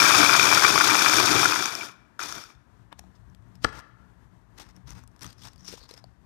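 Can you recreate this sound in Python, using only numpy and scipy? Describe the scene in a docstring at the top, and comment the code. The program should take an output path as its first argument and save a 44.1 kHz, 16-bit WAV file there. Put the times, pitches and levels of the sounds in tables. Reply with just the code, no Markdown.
"""Electric chopper on biscuits

A small electric chopper whirls biscuit pieces round a lidded plastic bowl in a kitchen and runs down twice.
Chunks and crumbs are random grains that ring wall, base and lid; hands then grip and rub the bowl (stick-slip
grains), the motor unit unlatches with a snap, and the lid is twisted loose and lifted off among ticks.
Echo and faint room tone surround it. One microphone feeds the left channel; the right one is silent."""
import sys
import numpy as np
from scipy import signal
from scipy.fft import rfft, irfft
from scipy.io import wavfile

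SR = 44100
rng = np.random.default_rng(int(sys.argv[2]) if len(sys.argv) > 2 else 0)


def inscribe(sig):
    """Save sig as 16-bit PCM at rate SR to the path in sys.argv[1].

    A 1-D sig is mono; a 2-D sig holds one channel per row.
    Samples are clipped to [-1, 1] before scaling.
    """
    pcm = np.round(np.clip(np.atleast_2d(sig).T, -1, 1) * 32767)
    wavfile.write(sys.argv[1], SR, pcm.astype(np.int16))


def voltage_ratio(level):
    """Linear amplitude factor for a level in decibels (scalar or array-like)."""
    return 10 ** (np.asarray(level, float) / 20)


N = 275625

# resonances of the base on the table: centre_hz, width_hz, level_db
BASE_MODES = [(113, 35, -4), (190, 110, -9.5), (299, 31, 2), (376, 66, -4), (699.6, 62, -4.5)]


def whirl():
    """Chunks ring the wall and drum the base; crumbs spray lid and wall in step with the blades."""
    # the two whirls: time_s, spray_reference_db, drumming_db (relative to the spray)
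    whirl_levels = [
        [(0.0, -24, -11), (0.3, -25, -9.5), (0.7, -27, -7.5), (1.2, -27, -8.5), (1.45, -29, -6.5),
         (1.52, -31.5, -8.5), (1.66, -36, -12), (1.72, -42, -12), (1.86, -47, -5.5), (1.9, -57.5, -11),
         (1.97, -78.5, -3)],
        [(2.192, -45, -25), (2.215, -42, -13), (2.29, -46, -15), (2.38, -48.5, -5), (2.45, -56.5, -17),
         (2.53, -70, -4), (2.57, -85, -3)],
    ]
    # blade speed: time_s, passes_per_s
    blade_speed = [(0, 65), (1.3, 68.5), (1.97, 22.3), (2.19, 41.1), (2.57, 17)]
    # resonances of the bowl wall: centre_hz, width_hz, level_db
    wall_modes = [(894, 240, -5.5), (1186, 350, 0), (1301, 320, 2.5), (1430, 340, 0.5), (1770, 1100, -17),
                  (2341, 33, 5.5), (2483, 100, -1.5)]
    # resonances of the lid: centre_hz, width_hz, level_db
    lid_modes = [(3580, 330, -5), (4706, 190, 8), (5460, 250, 3.5), (6260, 900, -2.5), (6510, 230, 3.5),
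                 (9200, 170, -24), (9040, 240, -3.5)]
    # spectrum of the crumb hiss: frequency_hz, level_db
    crumb_spectrum = [(88, -41), (150, -25.5), (308, -10), (561, -15), (1430, -3.5), (1830, -12.5),
                      (2410, -12), (2870, -16), (3550, -6), (4060, -15), (5540, -7.5), (7560, -18),
                      (15500, -26)]
    rattle_db, hits_per_s = 1.0, 500   # chunk rattle above the spray; mean rate before its surges
    rattle_surge_db, drumming_surge_db = 2.5, 3   # random swing as the load tumbles

    crumb_db, drumming_db = in_time(whirl_levels)
    chunk_db = crumb_db + rattle_db + rattle_surge_db * np.clip(drift(22), -2, 1.2)
    drum_db = crumb_db + drumming_db + drumming_surge_db * drift(6)

    passes = np.cumsum(in_time([blade_speed], silent=0)[0]) / SR
    # the half-rate term makes one blade throw more
    sweep = voltage_ratio(1.2 * np.cos(2 * np.pi * passes) + 1.0 * np.cos(np.pi * passes))

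    hits = grains(hits_per_s * voltage_ratio(2.5 * np.clip(drift(15), -2, 1.2)), spread_db=2.3)
    # a soft contact has no sharp edge
    soft_contact = signal.butter(2, [700, 3200], "band", fs=SR, output="sos")
    wall_ring = struck(hits, wall_modes, scatter_db=5.5)
    wall = rms_one(signal.sosfilt(soft_contact, wall_ring), 800, 3800)
    base_hits = hits + grains(900, spread_db=1.0)
    drum = rms_one(struck(base_hits, BASE_MODES, scatter_db=6.0), 140, 650)

    spray = sweep * voltage_ratio(1.0 * drift(40)) * grains(7000, spread_db=2.0)
    lid = rms_one(struck(spray, lid_modes, scatter_db=19.5), 4000, 9000)
    hiss = rms_one(colour(spray, crumb_spectrum), 3500, 9000)
    crumbs = voltage_ratio(crumb_db) * (voltage_ratio(-4) * lid + voltage_ratio(-1.5) * hiss)
    return voltage_ratio(chunk_db) * wall + voltage_ratio(drum_db) * drum + crumbs + biggest_chunks()


def biggest_chunks():
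    """Each large chunk flung at the wall rings it low and high, ticks the lid and cracks."""
    # impacts: time_s, wall_level_db, wall_pitch_hz, upper_ring_db, lid_tick_db
    chunks = [(0.0014, -12, 1360, -14.5, -18), (0.0189, -6, 1360, -20, -16.5),
              (0.0485, -10, 1300, -27, -18), (0.0846, -13.5, 1580, -22.5, -17),
              (0.098, -11.5, 1320, -24, -23), (0.1176, -14, 1330, -33, -26), (0.1347, -14, 1170, -21, -19),
              (0.1484, -7.5, 1250, -17.5, -13.5), (0.2048, -18, 1230, -22, -20),
              (0.2299, -10.5, 1380, -19, -18), (0.2472, -8.5, 1260, -16.5, -21),
              (0.2621, -15, 1370, -16.5, -23), (0.31, -12, 1410, -25, -22.5),
              (0.3288, -9.5, 1460, -21, -23.5), (0.3547, -16.5, 1240, -25.5, -17.5),
              (0.3771, -15, 1150, -28, -23.5), (0.396, -8, 1400, -11, -21),
              (0.429, -16, 1440, -27.5, -17.5), (0.4553, -11, 1160, -27, -22),
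              (0.491, -22, 1500, -23.5, -22), (0.5167, -18, 1430, -27, -26.5),
              (0.5383, -14, 1450, -25.5, -21), (0.5738, -5.5, 1380, -23.5, -20),
              (0.5946, -18, 1390, -23.5, -14.5), (0.633, -13.5, 1290, -29.5, -23.5),
              (0.6639, -15.5, 1470, -26.5, -21.5), (0.7028, -13, 1350, -22.5, -24),
              (0.7581, -9.5, 1150, -21.5, -20.5), (0.777, -10, 1260, -26.5, -21.5),
              (0.8014, -9.5, 1250, -30, -20.5), (0.8092, -6.5, 1410, -24, -22.5),
              (0.839, -13, 1330, -30, -24), (0.8708, -10.5, 1510, -28, -24),
              (0.8894, -9.5, 1260, -28, -19.5), (0.9455, -9.5, 1340, -28, -25),
              (1.0213, -13, 1270, -28, -24.5), (1.047, -13, 1310, -28, -24), (1.096, -11.5, 1390, -28, -19),
              (1.135, -12, 1450, -19, -19), (1.1838, -11.5, 1430, -20, -14.5),
              (1.2025, -10, 1170, -25, -23.5), (1.2531, -15, 1320, -31, -26),
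              (1.2793, -12.5, 1250, -29.5, -26), (1.3289, -12, 1370, -31, -25.5),
              (1.395, -23.5, 1250, -31.5, -15.5), (1.431, -10.5, 1250, -30.5, -26.5),
              (1.4568, -5, 1430, -25.5, -23), (1.5223, -11.5, 1290, -25, -31),
              (1.5429, -19, 1160, -31.5, -29), (1.6247, -17.5, 1320, -40, -27),
              (1.6573, -20, 1470, -34, -20.5), (1.7521, -29, 1325, -44, -22.5),
              (1.8104, -49, 1180, -32, -39), (1.8314, -28, 1350, -41, -42), (2.1936, -20, 1410, -48, -52),
              (2.229, -38, 1410, -49, -32), (2.2633, -33, 1190, -52, -39), (2.2857, -43, 1300, -53, -32),
              (2.3243, -28.5, 1340, -62.5, -29.5), (2.3815, -30, 1400, -54, -37),
              (2.4382, -37, 1300, -56, -40.5), (2.5026, -46, 1203, -53, -61)]
    upper_ring_hz, lid_tick_hz, pitch_scatter = 2380, 5470, 0.037   # scatter as a fraction

    out = crack([c[0] for c in chunks], [c[4] - 2.5 for c in chunks], lasts_s=0.0011, above_hz=2500)
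    detune = 1 + pitch_scatter * rng.standard_normal((len(chunks), 2))
    for (s, db, hz, upper_db, tick_db), (upper, tick) in zip(chunks, detune):
        add(out, s, db + 0.1, hz, 0.016)
        add(out, s, upper_db + 5, upper_ring_hz * upper, 0.03)
        add(out, s, tick_db + 5, lid_tick_hz * tick ** 2, 0.009)   # squared: scatters twice as far
    return out


def snap():
    """The latch lets go in a few slips; each cracks and rings the bright shell and the dull housing."""
    # slips of the latch: time_s, bright_db, dull_db, crack_db
    latch_slips = [(3.6403, -28, -52, -40), (3.6433, -23.5, -48, -52), (3.6453, -10, -13, -32.5),
                   (3.6472, -29.5, -14.5, -53), (3.6488, -28, -9, -40), (3.6552, -42, -41, -35)]
    # rings of the dull housing: pitch_hz, level_db, t60_s
    housing_rings = [(248, -19.5, 0.16), (428, -14.5, 0.16), (336, -10, 0.032), (446, 4, 0.018),
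                     (718, 4, 0.011), (862, -2.5, 0.026), (1213, -11, 0.045), (1337, 10.5, 0.016),
                     (1660, 4, 0.018), (1865, -25, 0.014)]
    # rings of the bright shell: pitch_hz, level_db, t60_s
    shell_rings = [(3230, 5, 0.01), (4070, 8.5, 0.0047), (4590, 6.5, 0.0067), (5620, 1, 0.011),
                   (8000, 3, 0.0049)]

    times, cracks_db = [slip[0] for slip in latch_slips], [slip[3] for slip in latch_slips]
    out = crack(times, cracks_db, lasts_s=0.00069, above_hz=2700)
    for s, bright_db, dull_db, _ in latch_slips:
        for level_db, rings in ((bright_db, shell_rings), (dull_db, housing_rings)):
            for hz, db, t60 in rings:
                add(out, s, level_db + db - 11.5, hz, t60)
    return out


def ticks():
    """Plastic and crumbs tick: a crack of a few milliseconds, a short bright ring and a dull knock."""
    # ticks: time_s, bright_db, bright_pitch_hz, dull_db, dull_pitch_hz, crack_db
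    tick_hits = [(2.5504, -57, 3560, -70, 1520, -74), (2.9267, -38, 3630, -41, 924, -58),
                 (2.9926, -34.5, 5540, -46.5, 751, -45), (3.0394, -61, 4030, -54, 744, -82),
                 (3.1572, -60, 5220, -64, 1200, -78), (3.2994, -59, 5960, -71, 938, -77),
                 (3.3478, -52, 3400, -66, 1800, -59.5), (3.4244, -67, 3480, -67, 1030, -78),
                 (3.5543, -47, 5350, -66, 778, -63), (3.7918, -39, 5360, -43.5, 1160, -53),
                 (4.5994, -44, 5430, -51, 745, -57), (4.7641, -45, 5660, -61, 930, -64),
                 (4.8788, -54, 5600, -70, 1040, -61), (4.9057, -33, 6150, -51, 1050, -49.5),
                 (4.9314, -47, 5140, -57, 953, -61), (5.0374, -53, 5460, -54, 1176, -60.5),
                 (5.0759, -45, 8800, -64, 702, -58), (5.1154, -61, 5640, -67, 947, -75),
                 (5.1627, -53, 5230, -63, 1160, -65), (5.1926, -48, 5540, -61, 1620, -62),
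                 (5.2094, -47, 5610, -58, 1600, -55), (5.222, -34.5, 5610, -58, 953, -49),
                 (5.2314, -35, 5220, -55, 1030, -44), (5.2444, -37, 3360, -43, 1230, -47),
                 (5.2644, -33, 6100, -47, 1330, -49), (5.3044, -41, 4700, -67, 891, -58),
                 (5.3283, -43, 4600, -68, 1190, -55), (5.3822, -46, 5350, -63, 1320, -65),
                 (5.4355, -38, 3330, -57, 1080, -55), (5.4535, -37, 4530, -47.5, 864, -54),
                 (5.472, -44, 3800, -47, 907, -50), (5.4834, -39, 5460, -57, 1100, -60),
                 (5.5328, -48, 4780, -65, 888, -59), (5.5598, -48, 4770, -67, 750, -61),
                 (5.5797, -50, 4750, -71, 401, -67), (5.5952, -48, 5600, -66, 1190, -72),
                 (5.6074, -44, 5830, -64, 786, -67), (5.6466, -45, 5560, -57, 1180, -57),
                 (5.68, -26.5, 5570, -52, 1590, -52), (5.6864, -33, 4570, -49, 401, -52),
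                 (5.7264, -38, 5040, -46, 401, -49), (5.7374, -45, 5170, -41, 472, -55),
                 (5.7778, -50, 5450, -50.5, 1010, -64), (5.8147, -58, 4400, -57, 494, -70),
                 (5.8381, -44, 4470, -56, 970, -67), (5.8915, -39, 5200, -54, 1034, -59),
                 (5.911, -34, 4140, -47, 448, -51), (5.9389, -34, 5230, -52, 525, -54),
                 (5.9768, -37.5, 5310, -58, 684, -59), (6.0412, -38.5, 4580, -47, 682, -64)]

    out = crack([t[0] for t in tick_hits], [t[5] + 9 for t in tick_hits], lasts_s=0.0017, above_hz=1500)
    for s, db, hz, dull_db, dull_hz, _ in tick_hits:
        add(out, s, db - 2.0, hz, 0.009)
        add(out, s, dull_db + 6.5, dull_hz, 0.006 + 7.6 / dull_hz)   # low knocks ring longer
    return out


def rubs():
    """Stick and slip: clumped grains in the treble, softer ones in the body, pushes through the table."""
    # rubs of hands and lid rim: start_s, length_s, rim_scratch_db, fine_grit_db, body_db, scratch_pitch_hz
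    strokes = [(2.923, 0.0084, -70, -79.5, -51.5, 5380), (2.989, 0.0052, -69.5, -69.5, -62, 4880),
               (3.154, 0.012, -72, -79, -74, 5050), (3.553, 0.01, -72, -81, -74.5, 5000),
               (3.628, 0.026, -58.5, -62.5, -59.5, 4800), (3.647, 0.047, -58.5, -67, -47, 5070),
               (3.728, 0.08, -65, -65.5, -52, 5140), (4.583, 0.046, -57, -58, -52, 5400),
               (4.643, .03, -67, -77, -61, 5360), (4.69, .018, -65.5, -72.5, -63, 5280),
               (4.753, .022, -67, -77.5, -64.5, 5400), (4.876, 0.053, -58, -64, -55, 5630),
               (4.954, 0.039, -65, -68, -56.5, 5150), (5, 0.037, -78, -76.5, -65.5, 5100),
               (5.218, 0.039, -54, -57.5, -50.5, 5380), (5.255, 0.076, -59.5, -67, -61, 4900),
               (5.386, 0.033, -58, -75, -70, 5200), (5.421, 0.026, -62, -61, -62, 5100),
               (5.448, 0.037, -57, -60, -54, 5230), (5.496, 0.046, -66.5, -79, -71.5, 5580),
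               (5.59, 0.056, -57, -78, -73.5, 5500), (5.652, 0.032, -50.5, -68, -74, 5600),
               (5.679, 0.026, -40.5, -57.5, -56.5, 5440), (5.714, 0.031, -52.5, -58.5, -55, 5350),
               (5.756, 0.038, -57.5, -64.5, -66, 5300), (5.812, 0.05, -51.5, -71, -65, 4480),
               (5.896, .022, -53, -61, -56, 5080), (5.933, 0.013, -56, -66, -61.5, 5250),
               (5.968, 0.026, -60, -71.5, -62, 5000)]
    # spectrum of the fine grit: frequency_hz, level_db
    grit_spectrum = [(1500, -32), (2500, -7), (3300, -0.5), (4500, -3), (6500, -2.5), (7200, -9.5),
                     (8900, -7.5), (10200, -17.5), (13500, -15), (15800, -21)]
    # spectrum of the rubbed body: frequency_hz, level_db
    body_spectrum = [(210, -29), (350, -11.5), (493, -2.5), (559, -8.5), (916, 0.5), (1830, -3), (2290, -8),
                     (3000, -9), (3900, -32), (6600, -120)]
    rise_db_per_s, fall_db_per_s = 1500, 1500   # every rub swells and dies alike
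    sag_db, thump_db = 2, -5   # weakening along a stroke; push relative to the body

    t, rows = np.arange(N) / SR, np.array(strokes)
    levels, rim_hz = np.zeros((3, N)), np.full(N, rows[0, 5])
    for start, length, *dbs, hz in rows:
        rise_db = rise_db_per_s * (t - start)
        fall_db = fall_db_per_s * (start + length - t)
        shape_db = np.minimum(0, np.minimum(rise_db, fall_db))
        shape_db = shape_db - sag_db * np.clip((t - start) / length, 0, 1)
        levels = levels + voltage_ratio(np.array(dbs)[:, None] + np.maximum(shape_db, -100))
        rim_hz[t > start - 0.02] = hz   # the pitch is in place before the rub is heard
    rim_gain, grit_gain, body_gain = levels

    slips = grains(3500 * voltage_ratio(8.0 * drift(90)), spread_db=2.2) * voltage_ratio(2.5 * drift(80))
    grit = rms_one(colour(slips, grit_spectrum), 7000, 14000)
    rim_hz = np.clip(rim_hz, 3500, 7000)
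    # two resonances in a row give steep flanks
    scratch = gliding(slips + 1e-18, rim_hz, width_hz=900)
    rim = rms_one(gliding(scratch, rim_hz, width_hz=1500))
    body = rms_one(colour(slips + grains(2200, spread_db=2.0), body_spectrum), 690, 1700)
    pushes = grains(300, spread_db=4.0)
    thump = rms_one(struck(pushes, BASE_MODES[:3], scatter_db=3.0), 80, 400)

    treble = voltage_ratio(-1.5) * grit_gain * grit + voltage_ratio(-9.0) * rim_gain * rim
    return treble + voltage_ratio(-3.5) * body_gain * (body + voltage_ratio(thump_db) * thump)


def kitchen(x):
    """Echo cloud: noise that dies band by band, after a short gap."""
    # decay of the kitchen: frequency_hz, t60_s
    decay = [(100, 0.17), (1400, 0.95), (3000, 0.65), (8000, 0.36), (15000, .15)]

    t, tail = np.arange(int(0.8 * SR)) / SR, 0
    hz, t60 = np.transpose(decay)
    edges = np.geomspace(80, 16000, 13)
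    for low, high in zip(edges, edges[1:]):
        band_pass = signal.butter(2, [low, high], "band", fs=SR, output="sos")
        band = signal.sosfilt(band_pass, rng.standard_normal(len(t)))
        band_t60 = np.interp(np.log(low * high) / 2, np.log(hz), t60)
        tail = tail + band * voltage_ratio(-60 * t / band_t60)
    tail = tail * np.clip(t / 0.0024 - 0.3, 0, 1)   # gap, then a quick fade-in
    return signal.fftconvolve(x, tail / np.sqrt(np.sum(tail ** 2)))[:N]


def room_tone():
    """Faint flickering hiss above a far rumble in the low room modes, each fluttering on its own."""
    # spectrum of the hiss: frequency_hz, level_db
    air_spectrum = [(130, -28.5), (220, -6), (403, -13), (473, -19.5), (700, -15.5), (807, -17.5),
                    (947, -14), (1330, -19.5), (1740, -19.5), (2270, -29.5), (5140, -37), (6040, -36),
                    (15500, -47)]
    # room modes stirred by the rumble: centre_hz, width_hz (of the first of two passes), level_db
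    room_modes = [(53.6, 28, 0), (113.8, 28, -0.5), (181, 6.9, -6), (247, 4.9, -15)]
    # wavering of the rumble: time_s, level_db
    rumble_swell = [(1.8, -79), (1.88, -61.5), (2.17, -69), (2.28, -56), (2.44, -73), (2.46, -50.5),
                    (2.51, -82), (2.56, -51.5), (2.66, -73), (2.67, -58.5), (3.6, -53.5), (3.66, -44),
                    (3.89, -66.5), (4.01, -56), (4.68, -59), (4.95, -49), (5.18, -61), (5.27, -45),
                    (5.3, -58), (5.71, -52), (5.89, -62.5), (6.09, -55.5), (6.15, -66), (6.2, -59)]
    air_db, flutter_db = -67, 2.5

    hiss = rms_one(colour(rng.standard_normal(N), air_spectrum), 230, 3000)
    air = voltage_ratio(air_db + 1.5 * drift(6)) * hiss
    rumble = np.zeros(N)
    for hz, width, db in room_modes:
        narrow = resonance(rng.standard_normal(N), hz, width)
        mode = rms_one(resonance(narrow, hz, 2 * width))
        rumble += voltage_ratio(db + flutter_db * drift(6.5)) * mode
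    s, swell_db = np.transpose(rumble_swell)
    return air + voltage_ratio(np.interp(np.arange(N) / SR, s, swell_db)) * rms_one(rumble)


def crack(times, levels_db, lasts_s, above_hz):
    """Short bursts of bright noise, each dying exponentially with time constant lasts_s."""
    starts = np.zeros(N)
    starts[np.round(np.array(times) * SR).astype(int)] = voltage_ratio(np.array(levels_db))
    envelope = signal.lfilter([1], [1, -np.exp(-1 / (lasts_s * SR))], starts)
    dying = envelope * rng.standard_normal(N)
    return signal.sosfilt(signal.butter(2, [above_hz, 11000], "band", fs=SR, output="sos"), dying)


def add(out, s, db, hz, t60):
    """A dying sine that starts at s, with a contact time of a fraction of a millisecond."""
    i, t = round(s * SR), np.arange(int(t60 * SR)) / SR
    envelope = voltage_ratio(db - 60 * t / t60) * (1 - np.exp(-t / 0.0002))
    out[i:i + len(t)] += envelope * np.sin(2 * np.pi * hz * t)


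def grains(per_s, spread_db):
    """Random clicks, mostly small and a few large; power independent of their rate."""
    sizes = voltage_ratio(spread_db * np.minimum(rng.exponential(1, N), 5)) * rng.choice([-1, 1], N)
    per_s = np.maximum(per_s, 10)
    return sizes * (rng.random(N) < per_s / SR) / np.sqrt(per_s)


def struck(hits, modes, scatter_db):
    """Every hit drives every resonance with a strength of its own; neighbours have opposite signs."""
    out = np.zeros(N)
    for k, (hz, width, db) in enumerate(modes):
        strength = voltage_ratio(scatter_db * np.clip(rng.standard_normal(N), -2, 2))
        out += voltage_ratio(db) * (-1) ** k * resonance(hits * strength, hz, width)
    return out


def resonance(x, hz, width_hz):
    """Two-pole band-pass, gain 1 on top."""
    r = np.exp(-np.pi * width_hz / SR)
    poles = [1, -2 * r * np.cos(2 * np.pi * hz / SR), r * r]
    return signal.lfilter([(1 - r * r) / 2, 0, (r * r - 1) / 2], poles, x + 1e-18)


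def gliding(x, hz, width_hz):
    """A resonance whose centre moves, block by block."""
    out, state, r = np.zeros(N), np.zeros(2), np.exp(-np.pi * width_hz / SR)
    for i in range(0, N, 256):
        poles = [1, -2 * r * np.cos(2 * np.pi * hz[i] / SR), r * r]
        out[i:i + 256], state = signal.lfilter([1, 0, -1], poles, x[i:i + 256], zi=state)
    return out


def colour(x, spectrum):
    """Causal (minimum-phase) filter with the given spectrum, by folding its cepstrum."""
    hz, db = np.transpose(spectrum)
    grid = np.maximum(np.fft.rfftfreq(8192, 1 / SR), 1)
    cepstrum = irfft(np.log(voltage_ratio(np.interp(np.log(grid), np.log(hz), db))))
    cepstrum[1:4096] *= 2
    cepstrum[4097:] = 0
    return signal.fftconvolve(x, irfft(np.exp(rfft(cepstrum))))[:N]


def drift(rate):
    """Slow random wander of spread 1, low-passed near the given rate in Hz."""
    steps = rng.standard_normal(int(N / SR * 400) + 2)   # 400 steps per second
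    r = np.exp(-2 * np.pi * rate / 400)
    # a first run through the same steps settles the filter
    slow = signal.lfilter([1], [1, -2 * r, r * r], np.tile(steps, 2))[len(steps):]
    return np.interp(np.arange(N) / SR * 400, np.arange(len(slow)), slow / slow.std())


def in_time(tables, silent=-140):
    """One curve per column after the time; outside the tables every curve stays at the silent value."""
    t = np.arange(N) / SR
    out = np.full((len(tables[0][0]) - 1, N), float(silent))
    for s, *columns in map(np.transpose, tables):
        inside = (t >= s[0]) & (t <= s[-1])
        out[:, inside] = [np.interp(t[inside], s, c) for c in columns]
    return out


def rms_one(x, low_hz=20, high_hz=16000):
    """Scales the whole signal so that the named band has rms 1."""
    band = signal.sosfilt(signal.butter(3, [low_hz, high_hz], "band", fs=SR, output="sos"), x)
    return x / np.sqrt(np.mean(band ** 2) + 1e-20)


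def scene():
    """Everything happens close to the microphone, with a little kitchen echo and room tone."""
    near = whirl() + rubs() + ticks() + snap()
    heard = near + voltage_ratio(-20.5) * kitchen(near) + room_tone()
    return np.stack([2 * heard, np.zeros(N)])


def record(dry):
    """The microphone drops the deepest bass; peaks are rounded near full scale and the top is cut steeply."""
    heard = signal.sosfilt(signal.butter(4, 42, "high", fs=SR, output="sos"), dry)
    rounded = np.tanh(heard / 1.1) * 1.1
    # 70 dB down from 15800 Hz upward
    return signal.sosfilt(signal.cheby2(20, 70, 15800, fs=SR, output="sos"), rounded)


dry = scene()
out = record(dry)
inscribe(out)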